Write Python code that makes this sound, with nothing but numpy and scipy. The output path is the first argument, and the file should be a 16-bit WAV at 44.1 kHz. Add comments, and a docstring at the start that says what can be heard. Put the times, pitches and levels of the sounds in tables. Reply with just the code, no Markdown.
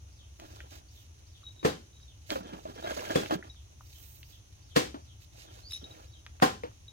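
"""Young monkeys clamber over a dog lying on a concrete yard: feet scrape and pat, claws tick, fur brushes.
The rubbing is made of countless tiny slips, and a pellet tinkles inside a small collar bell.
Off to the left something wooden is struck four times, about every second and a half, and rings briefly.
A far bird peeps over and over, another whistles once, above a low rumble and a thin insect hiss."""
import sys
import numpy as np
from scipy import signal
from scipy.fft import rfft, irfft
from scipy.io import wavfile

SR = 44100
rng = np.random.default_rng(int(sys.argv[2]) if len(sys.argv) > 2 else 0)


def digitize_waveform(pressure):
    """Quantize a signal to 16-bit integers and store it at the path in sys.argv[1].

    Rows of a 2-D input are taken as channels; values are limited to [-1, 1].
    """
    field = np.atleast_2d(pressure).T
    bounded = np.clip(field, -1, 1)
    quanta = np.round(bounded * 32767).astype(np.int16)
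    wavfile.write(sys.argv[1], SR, quanta)


N = 305172

# a foot drags over the concrete: (start [s], length [s], level [dB])
FOOT_SCRAPES = [(0.384, .26, -59.5), (.71, 0.041, -54.5), (2.29, .035, -42.5), (2.42, 0.17, -53.5),
                (2.66, 0.057, -55.5), (2.75, .08, -49), (2.831, 0.093, -37), (2.96, 0.28, -42),
                (3.288, 0.037, -35.5), (3.42, 0.052, -55.5), (5.342, 0.28, -63), (5.805, 0.24, -59.5)]


def foot_force(shuffle_db=-74):
    """How hard the feet rub; between scrapes they are never quite still."""
    return np.hypot(dragging(FOOT_SCRAPES), amp(shuffle_db))


def scraping_feet(force, firm_db=-50):
    """Feet catch and slip on the concrete to the right; firm strokes wake its ringing notes."""
    firmness = force ** 2 / (force ** 2 + amp(firm_db) ** 2)
    heavy = friction(ground_colour(freqs()), slips_per_s=1200, spread_db=3, judder_db=4.5)
    light = friction(read(GROUND_COLOUR, freqs()), slips_per_s=5000, spread_db=3.5, judder_db=3.5)
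    scrape = force * (np.sqrt(firmness) * heavy + np.sqrt(1 - firmness) * light)
    return place(scrape, side=-1, echo_db=-6, stretch=0.2) * amp([[-1.5], [.5]])


# the tone of anything that rubs or lands on the ground: (frequency [Hz], level [dB])
GROUND_COLOUR = [(90, -8.5), (170, -2.5), (330, 3), (450, -4), (620, -0.5), (850, -1), (1200, -1),
                 (1700, -8.5), (2100, -14.5), (2800, -11), (5000, -18), (9000, -31), (15500, -36)]
# notes that ring under the feet: (pitch [Hz], width [Hz], boost [dB])
GROUND_NOTES = [(186.5, 13, 10), (340, 57, 0.5), (610, 130, 7.5), (1637, 210, 11.5), (2125, 190, 11.5),
                (3250, 150, 12)]


def ground_colour(hz):
    """The tone of a firm scrape in dB: the ground's own colour with a peak at each ringing note."""
    peaks = sum(db / (1 + (2 * (hz - pitch) / width) ** 2) for pitch, width, db in GROUND_NOTES)
    return read(GROUND_COLOUR, hz) + peaks


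def grit(force, level_db=-7.5, grains_per_s=90, ring_cycles=14, pitches=12):
    """Grains of sand catch and snap under the feet, each ringing for a moment at its own pitch."""
    snaps, t = np.zeros(N), np.arange(SR // 40) / SR
    for hz in np.geomspace(500, 7000, pitches):
        hits = rng.random(N) < grains_per_s / pitches / SR
        sizes = amp(3 * np.minimum(rng.exponential(1, N), 3))
        grain = np.sin(2 * np.pi * hz * t) * fading(t, ring_cycles / hz)
        snaps += signal.oaconvolve(hits * sizes, grain)[:N]
    snaps = amp(level_db) * unit(snaps) * force
    return place(snaps, side=-0.76, echo_db=-9, stretch=0.27) * amp([[-1.5], [.5]])


# a body or hand brushes through fur: (start [s], length [s], rustle level [dB], hiss level [dB])
FUR_BRUSHES = [(.33, 0.37, -61.5, -76), (0.675, 0.14, -56, -71), (.9, 0.16, -65.5, -71),
               (2.258, 0.16, -49, -63), (2.42, 0.54, -62, -81), (2.768, 0.61, -47.5, -65),
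               (3.3, 0.069, -49, -59), (3.78, 0.32, -61, -70), (3.897, 0.36, -68, -61),
               (4.22, 0.18, -63, -69.5), (5.197, 0.062, -57, -73), (5.311, 0.18, -55.5, -80),
               (5.487, 0.18, -58.5, -80), (5.68, 0.12, -54, -76), (5.76, 0.39, -63, -80)]
# the tone of rustling coats: (frequency [Hz], level [dB])
RUSTLE_COLOUR = [(600, -25), (2000, 1), (4000, 3.5), (7000, 0.5), (9500, -9), (13000, -7.5), (15500, -10)]
# the finer hiss of hair sliding on hair: (frequency [Hz], level [dB])
HISS_COLOUR = [(4000, -36), (7000, -4), (9000, -4.5), (11000, -7.5), (13500, 4), (15500, -2)]


def brushing_fur(fidget_db=-71):
    """Hairs slide past each other; each brush speeds up and slows down over a faint, constant rustle."""
    t, rustle_gain, hiss_gain = np.arange(N) / SR, amp(fidget_db), 0
    for start, length, rustle_db, hiss_db in FUR_BRUSHES:
        speed = np.sin(np.pi / 2 * np.interp(t, start + length * np.array([0, 0.49, 1]), [0, 1, 0]))
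        rustle_gain = np.hypot(rustle_gain, amp(rustle_db) * speed)
        hiss_gain = np.hypot(hiss_gain, amp(hiss_db) * speed)
    rustle = friction(read(RUSTLE_COLOUR, freqs()), slips_per_s=12000, spread_db=6, judder_db=2.2)
    hiss = friction(read(HISS_COLOUR, freqs()), slips_per_s=8100, spread_db=0, judder_db=1)
    coats = place(rustle * rustle_gain, side=-0.625, echo_db=-2, stretch=0.11) * amp([[-4.5], [0]])
    hairs = place(hiss * hiss_gain, side=-0.67, echo_db=6.5, stretch=0.075) * amp([[-5.5], [1]])
    return coats + hairs


# a monkey slides heavily along the dog: (start [s], length [s], level [dB])
BODY_SLIDES = [(.4, 0.35, -69), (2.31, 0.081, -49.5), (2.43, 0.17, -52.5), (2.65, 0.042, -50.5),
               (3.3, 0.06, -44), (5.82, 0.038, -56.5)]
# the dull tone of that slide: (frequency [Hz], level [dB])
BODY_COLOUR = [(90, -15.5), (160, 0.5), (330, 1.5), (480, -6.5), (900, -32), (3000, -63)]


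def sliding_bodies():
    """Soft, heavy bodies stick and slip against each other with a dull rumble."""
    rumble = friction(read(BODY_COLOUR, freqs()), slips_per_s=500, spread_db=4, judder_db=4)
    return place(rumble * dragging(BODY_SLIDES), side=-0.64, echo_db=-8, stretch=0.43) * amp([[-1], [.5]])


# pats and bumps on the right; on the left, small knocks just before or after the wood blows:
# (time [s], level [dB], fade time [s], note pitch [Hz], note level [dB], side [+ left, - right])
THUDS = [(1.629, -41.5, 0.3, 477, -23, 1), (2.314, -38.5, 0.033, 297, 6.5, -1),
         (2.356, -34, 0.14, 527, 5.5, -0.97), (2.405, -47, 0.12, 192, 11, -1.04),
         (2.533, -39, 0.067, 186, 2, -1.02), (2.653, -45, 0.15, 633, 12, -0.88),
         (2.845, -42, 0.094, 635, 12.5, -0.86), (2.972, -35, 0.025, 594, 3, -1.24),
         (3.099, -44.5, .09, 578, 12, -0.94), (3.308, -26.5, 0.1, 766, -6, -0.88),
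         (3.322, -37.5, .12, 325, 12.5, -1), (3.336, -37, .07, 377, 4, -0.9),
         (3.352, -48, 0.055, 179, 20.5, -1.2), (4.943, -43.5, 0.19, 283, 7, 0.88),
         (6.635, -40, 0.18, 489, 9, 0.91)]


def thuds(echo_db=-10, tilt_db_per_octave=-0.97):
    """Each pat, bump or small knock is a dull burst of noise and a brief hollow note."""
    out, t = np.zeros((2, N)), np.arange(SR // 3) / SR
    hz = freqs(t)
    colour = unit(amp(read(GROUND_COLOUR, hz) + tilt_db_per_octave * np.log2(hz / 500 + 0.075)))
    for start, db, t60, note_hz, note_db, side in THUDS:
        thud = shaped(rng.standard_normal(len(t)), colour) * fading(t, t60)
        thud += amp(note_db) * struck_note(t, note_hz, t60=0.087, rise_s=0.0017)
        echo = die_away(shaped(all_around(len(t)), colour), stretch=0.61)
        heard = (from_side(thud, side) + amp(echo_db) * echo) * rising(t, 0.00035)
        add(out, start, amp(db + side * np.array([[.9], [-.9]])) * heard)
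    return out


# the clearest ticks of claws and grit: (time [s], level [dB], pitch [Hz], width [octaves])
CLAW_TICKS = [(0.399, -45.5, 2870, 1.17), (0.605, -41.5, 1940, 0.4), (1.434, -55.5, 1250, 0.17),
              (2.305, -27.5, 2970, 0.78), (2.32, -42, 8000, 1.1), (3.261, -37.5, 2240, 0.5),
              (3.427, -41, 1730, 0.25), (3.809, -49, 1010, 0.48), (4.231, -44.5, 2830, 0.45),
              (5.722, -40.5, 3370, 1.2), (6.265, -41.5, 1706, 1.02), (6.401, -41, 1296, 1),
              (6.636, -43, 2100, 0.19)]


def ticks(faint_per_s=1.3, crumble_db=-6):
    """A claw or a twig snaps: one click and a moment of crumbling. Fainter ticks fall at random."""
    out, t = np.zeros((1, N)), np.arange(SR // 10) / SR
    faint = [(when * N / SR, -61, 1878 * 2 ** (2 * pitch - 1), 0.77)
             for when, pitch in rng.random((round(faint_per_s * N / SR), 2))]
    for start, db, hz, octaves in CLAW_TICKS + faint:
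        colour = unit(np.exp(-.5 * (np.log2((freqs(t) + 1) / hz) / octaves) ** 2))
        snap = amp(crumble_db) * rng.standard_normal(len(t)) * fading(t, t60=0.034)
        snap[0] += 8  # the break itself
        snap = np.roll(snap, SR // 200)  # 5 ms of room for the filter to spread the click
        add(out, start - .005, amp(db) * shaped(snap, colour)[None])
    return place(out[0], side=-0.16, echo_db=-11, stretch=0.89)


# the collar is jolted: (time of the main strike [s], level [dB], rattle length [s])
COLLAR_JOLTS = [(1.466, -48, 0.07), (1.594, -54.5, 0.076), (1.697, -46, 0.0029), (1.967, -59, 0.087),
                (2.030, -61.5, 0.01), (2.838, -50.5, 0.017), (3.498, -51.5, 0.004), (5.733, -36, .06),
                (5.841, -45.5, 0.0021), (5.91, -53, 0.015), (6.136, -62.5, .12), (6.881, -51.5, 0.0063)]
# the notes the bell rings with: (pitch [Hz], level [dB], fade time [s])
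BELL_NOTES = [(3900, -13, 0.099), (3788, 2, 0.029), (3826, 8, 0.069), (3650, -3.5, 0.069),
              (10885, 7.5, 0.041)]


def collar_bell(bounce_db=-8, rattle_db=-9, rattles_per_s=60, hard_jolt_db=-30.5):
    """A pellet strikes, bounces and rattles in a small bell; softer jolts barely wake its top note."""
    out, t = np.zeros((1, N)), np.arange(SR // 3) / SR
    for start, db, length in COLLAR_JOLTS:
        top_note_db = 1.6 * min(db - hard_jolt_db, 0)
        # the rattle begins a little ahead of the main strike
        rattle = [(late - 0.45 * length + rng.uniform(0, .5) / rattles_per_s, rattle_db)
                  for late in np.arange(0, length, 1 / rattles_per_s)]
        bounce = (rng.uniform(.006, 0.014), bounce_db)
        for late, drop_db in [(0, 0), bounce] + rattle:
            ring = sum(amp(note_db + top_note_db * (hz > 8000))
                       * struck_note(t, hz * rng.normal(1, 0.00047), t60, rise_s=0.0013)
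                       for hz, note_db, t60 in BELL_NOTES)
            add(out, start + late, amp(db + drop_db) * ring[None])
    return place(out[0], side=0.053, echo_db=-10, stretch=0.6) * amp([[2], [-2]])


# blows on wood: (time [s], level [dB], clack [dB], splintering crack [dB],
# hollow note pitch [Hz], hollow note level [dB], ring [dB], ping of the tool [dB])
WOOD_BLOWS = [(1.648, -20, 1.5, -1.5, 437.5, 2, -2.5, -26), (3.155, -20.5, -2, -2.5, 489, -2, -4.5, -12.5),
              (4.761, -19, 2.5, 3, 484, 3.5, -2.5, -28), (6.422, -20, 9, 3, 765, 5.5, -1, -31)]
# the notes the wood rings with: (pitch [Hz], level [dB], fade time [s])
WOOD_NOTES = [(139.5, -3, 0.11), (150.7, 4.5, 0.14), (172, 12, 0.053), (244, -0.5, 0.11),
              (299.4, 0.5, 0.14), (393, -6, 0.14), (410, -22, 0.28), (503, -0.5, 0.19), (766, -11, 0.25),
              (836.5, -14.5, 0.27), (1034, -11, 0.27), (1080, -2, 0.14), (1340, -15, 0.25),
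              (1864, -2.5, 0.1), (2293, -20.5, 0.25), (2720, -21.5, 0.3), (3080, -26, 0.59)]
# the tone of a blow's crunch: (frequency [Hz], level [dB])
CRUNCH_COLOUR = [(60, -4.5), (110, -6), (150, -3), (450, 2), (650, -8), (900, -11), (1600, -8), (2300, -12),
                 (3600, -13), (7000, -18.5), (9000, -24.5), (15500, -29)]


def wood_blows(ping_hz=3393, echo_db=-4):
    """Each blow is a short crunch, a hollow note, the ring of the wood and the yard's echo."""
    out, t = np.zeros((2, N)), np.arange(SR // 2) / SR
    hz = freqs(t)
    for start, db, clack_db, crack_db, note_hz, note_db, ring_db, ping_db in WOOD_BLOWS:
        brightness = [(520, 0), (750, clack_db), (1300, clack_db), (2200, crack_db)]
        colour = unit(amp(read(CRUNCH_COLOUR, hz))) * amp(read(brightness, hz))
        softened = colour / np.sqrt(1 + (hz / 3500) ** 2)
        crunch = shaped(rng.standard_normal(len(t)), softened) * fading(t, t60=0.044)
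        ring = sum(amp(level + 1.08 * read(brightness, pitch))
                   * struck_note(t, pitch * rng.normal(1, 0.00089), t60)
                   for pitch, level, t60 in WOOD_NOTES)
        hollow = amp(note_db) * struck_note(t, note_hz, t60=0.077)
        direct = from_side(amp(2) * crunch + amp(ring_db - 5) * ring + hollow, side=0.95)
        echo = die_away(shaped(all_around(len(t)), colour), stretch=0.9) * rising(t, 0.0014)
        add(out, start, amp(db) * (direct + amp(echo_db) * echo) * rising(t, 0.0015))
        # the ping and some of the wood's ringing sound from the centre, in both microphones at once
        centred_ring = amp(ping_db) * struck_note(t, ping_hz, t60=0.18) + amp(ring_db - 13) * ring
        add(out, start + .004, amp(db) * centred_ring[None])
        # the fibres crush for a few milliseconds before the full force lands
        crush = shaped(all_around(len(t)), colour * hz / (hz + 900)) * np.exp(-abs(t - .02) / 0.003)
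        add(out, start - .02, amp(db - 9) * crush)
    return out * amp([[.6], [-.6]])


# the shape of one peep: (time from its start [s], pitch [Hz], level [dB])
PEEP_SHAPE = [(0, 4300, 3), (.025, 5570, 5), (.05, 5700, -6), (.075, 3820, 3.5), (.095, 3430, 9.5),
              (.125, 3020, 7), (.15, 2820, -21)]
# the peeps come evenly between these points and hurry at the end: (peep number, time [s])
PEEP_TIMES = [(0, .11), (3, 1.26), (9, 3.47), (14, 5.38), (16, 6.05)]


def far_bird(count=17, level_db=-67.5):
    """A far bird repeats a raspy, falling peep that arrives only as echoes."""
    peeps = np.zeros((1, N))
    for start in np.interp(np.arange(count), *np.transpose(PEEP_TIMES)):
        add(peeps, start, amp(level_db) * glide(PEEP_SHAPE, rasp=0.92, rasp_hz=367.5))
    return yard_echo(peeps[0], stretch=0.72)


# one rising whistle: (time [s], pitch [Hz], level [dB])
WHISTLE_SHAPE = [(5.615, 3950, -70), (5.645, 4340, -51), (5.68, 4790, -49), (5.715, 5270, -49.5),
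                 (5.745, 5750, -49), (5.785, 6100, -58)]


def near_bird():
    """A nearer bird whistles once, sliding upward."""
    whistle = np.zeros((1, N))
    add(whistle, WHISTLE_SHAPE[0][0], glide(WHISTLE_SHAPE, rasp=.38, rasp_hz=240))
    return place(whistle[0], side=0.11, echo_db=-5, stretch=1.5)


# still air, distant rumble and insects: (frequency [Hz], level [dB])
AIR_COLOUR = [(20, -29), (45, -8), (68, 3.5), (110, -2.5), (180, -24.5), (330, -26), (500, -33.5),
              (1000, -33), (1800, -37.5), (3300, -32), (4800, -38.5), (6200, -23.5), (7600, -44),
              (10400, -36.5), (11400, -49), (15500, -46)]


def outdoor_air(level_db=-53, draught_db=-67):
    """Steady rumble and insect hiss from all around, and a faint draught on each microphone."""
    background = unit(shaped(all_around(N), amp(read(AIR_COLOUR, freqs()))))
    draught_colour = amp(read([(20, -20), (70, -20), (110, -8), (220, -33), (900, -67)], freqs()))
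    draught = unit(shaped(rng.standard_normal((2, N)), draught_colour))
    return amp(level_db) * background * amp([[.5], [-.5]]) + amp(draught_db) * draught


# how long sound hangs in the yard: (frequency [Hz], fade time before stretching [s])
YARD_FADE = [(120, 0.48), (320, 0.32), (840, 0.26), (2200, 0.31), (5000, 0.36), (14000, 0.27)]


def die_away(x, stretch):
    """Each frequency fades at the yard's pace; a stretch below 1 shortens the fade."""
    hz, t, bands = signal.stft(x, SR, nperseg=256)
    fade = fading(t, stretch * read(YARD_FADE, hz)[:, None])
    return signal.istft(bands * fade, SR, nperseg=256)[1][:, :x.shape[1]]


def yard_echo(x, stretch):
    """Sound scatters back from all around the yard."""
    tail = die_away(all_around(SR // 2), stretch)
    return signal.fftconvolve(x[None], tail / np.linalg.norm(tail[0]), axes=1)[:, :N]


def place(x, side, echo_db, stretch):
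    """A sound arrives from its own direction, along with the yard's echo."""
    return from_side(x, side) + amp(echo_db) * yard_echo(x, stretch)


MIC_GAP_S = 0.000472  # the time sound needs to cross from one microphone to the other


def from_side(x, side):
    """Sound from one side reaches the nearer microphone first (1 is left, -1 is right)."""
    delay = MIC_GAP_S * np.maximum([[-side], [side]], 0)
    return shaped(x, np.exp(-2j * np.pi * freqs(x) * delay))


def all_around(size):
    """Noise from every direction: left and right are alike only in the bass."""
    left, other = rng.standard_normal((2, size))
    alike = np.sinc(2 * freqs(left) * MIC_GAP_S)
    return np.array([left, shaped(left, alike) + shaped(other, np.sqrt(1 - alike ** 2))])


def friction(colour_db, slips_per_s, spread_db, judder_db, judder_hz=40):
    """Countless tiny slips of uneven size, bunched as the contact catches and lets go."""
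    slips = rng.choice([-1, 1], N) * (rng.random(N) < slips_per_s / SR)
    sizes = amp(spread_db * np.minimum(rng.exponential(1, N), 4))
    judder = amp(judder_db * wobble(N, judder_hz))
    return unit(shaped(slips * sizes * judder, ringing_filter(colour_db)))


def dragging(rows, rise_s=0.012, t60=.2):
    """Each dragged contact takes weight quickly, holds it and slides to rest."""
    force = np.zeros(N)
    for start, length, db in rows:
        t = np.arange(N) / SR - start
        release = fading(np.maximum(t - length, 0), t60)
        force = np.maximum(force, amp(db) * np.clip(t / rise_s, 0, 1) * release)
    return force


def glide(rows, rasp, rasp_hz):
    """A whistle follows rows of (time [s], pitch [Hz], level [dB]); rasp roughens its pure tone."""
    times, hz, db = np.transpose(rows)
    t = np.arange(times[0], times[-1], 1 / SR)
    roughness = 1 - rasp + rasp * (wobble(len(t), rasp_hz) + 1j * wobble(len(t), rasp_hz))
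    phase = 2 * np.pi * np.cumsum(np.interp(t, times, hz)) / SR
    tone = unit((roughness * np.exp(1j * phase)).real) / np.sqrt(2)
    return (tone * amp(np.interp(t, times, db)) * signal.windows.tukey(len(t), .1))[None]


def struck_note(t, hz, t60, rise_s=0.002):
    """Something struck starts from rest, swells quickly and dies away."""
    return np.sin(2 * np.pi * hz * t) * rising(t, rise_s) * fading(t, t60)


def rising(t, rise_s):
    """Swells from 0 toward 1."""
    return 1 - np.exp(-t / rise_s)


def fading(t, t60):
    """Falls by 60 dB in t60 seconds, the fade time."""
    return np.exp(-np.log(1000) * t / t60)


def wobble(size, hz):
    """A random wavering, mostly slower than hz."""
    noise = rng.standard_normal(size)
    return unit(shaped(noise, np.exp(-(freqs(noise) / hz) ** 2)))


def ringing_filter(colour_db):
    """A filter of this colour that rings on after a click, never before it."""
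    log_gain = irfft(np.log(amp(colour_db)), N)
    log_gain[1:N // 2] *= 2
    log_gain[N // 2 + 1:] = 0
    return np.exp(rfft(log_gain))


def shaped(x, gain):
    """Turns each frequency of x up or down by its gain."""
    return irfft(rfft(x) * gain, x.shape[-1])


def freqs(x=None):
    """The frequencies in x, or in a sound as long as the whole scene."""
    return np.fft.rfftfreq(N if x is None else x.shape[-1], 1 / SR)


def read(points, hz):
    """Looks up hz in a table, sliding between its rows on a musical (log) scale."""
    frequency, value = np.transpose(points)
    return np.interp(np.log(hz + 1), np.log(frequency + 1), value)


def amp(db):
    """Turns decibels into gain; [[left], [right]] sets a stereo balance."""
    return 10 ** (np.asarray(db) / 20)


def unit(x):
    """Scales x to an average strength (rms) of 1."""
    return x / np.sqrt(np.mean(x ** 2) + 1e-20)


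def add(mix, start, sound):
    """Mixes a sound in at its start time in seconds."""
    part = mix[:, max(round(start * SR), 0):][:, :sound.shape[1]]
    part += sound[:, :part.shape[1]]


def scene(lowest_hz=90):
    """Everything in the yard; the blows and thuds carry almost no deep bass."""
    bass_cut = signal.butter(2, lowest_hz, "highpass", fs=SR, output="sos")
    impacts = signal.sosfilt(bass_cut, wood_blows() + thuds())
    force = foot_force()
    rubbing = scraping_feet(force) + grit(force) + brushing_fur() + sliding_bodies()
    return rubbing + impacts + ticks() + collar_bell() + far_bird() + near_bird() + outdoor_air()


# extra stereo width, mostly in the lower middle: (frequency [Hz], side boost [dB])
STEREO_WIDTH = [(100, -1), (180, 0.5), (300, 8.5), (600, 7.5), (1000, 0.5), (1800, 1), (8000, 0)]


def record(dry, highest_hz=16050):
    """The recorder widens the stereo image, then cuts the very highest treble."""
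    mid = dry.mean(0)
    side = shaped(dry[0] - mid, amp(read(STEREO_WIDTH, freqs(mid))))
    wide = np.array([mid + side, mid - side])
    treble_cut = signal.firwin(511, highest_hz, window=("kaiser", 9), fs=SR)
    return signal.oaconvolve(wide, treble_cut[None], "same")


dry = scene()
out = record(dry)
digitize_waveform(out)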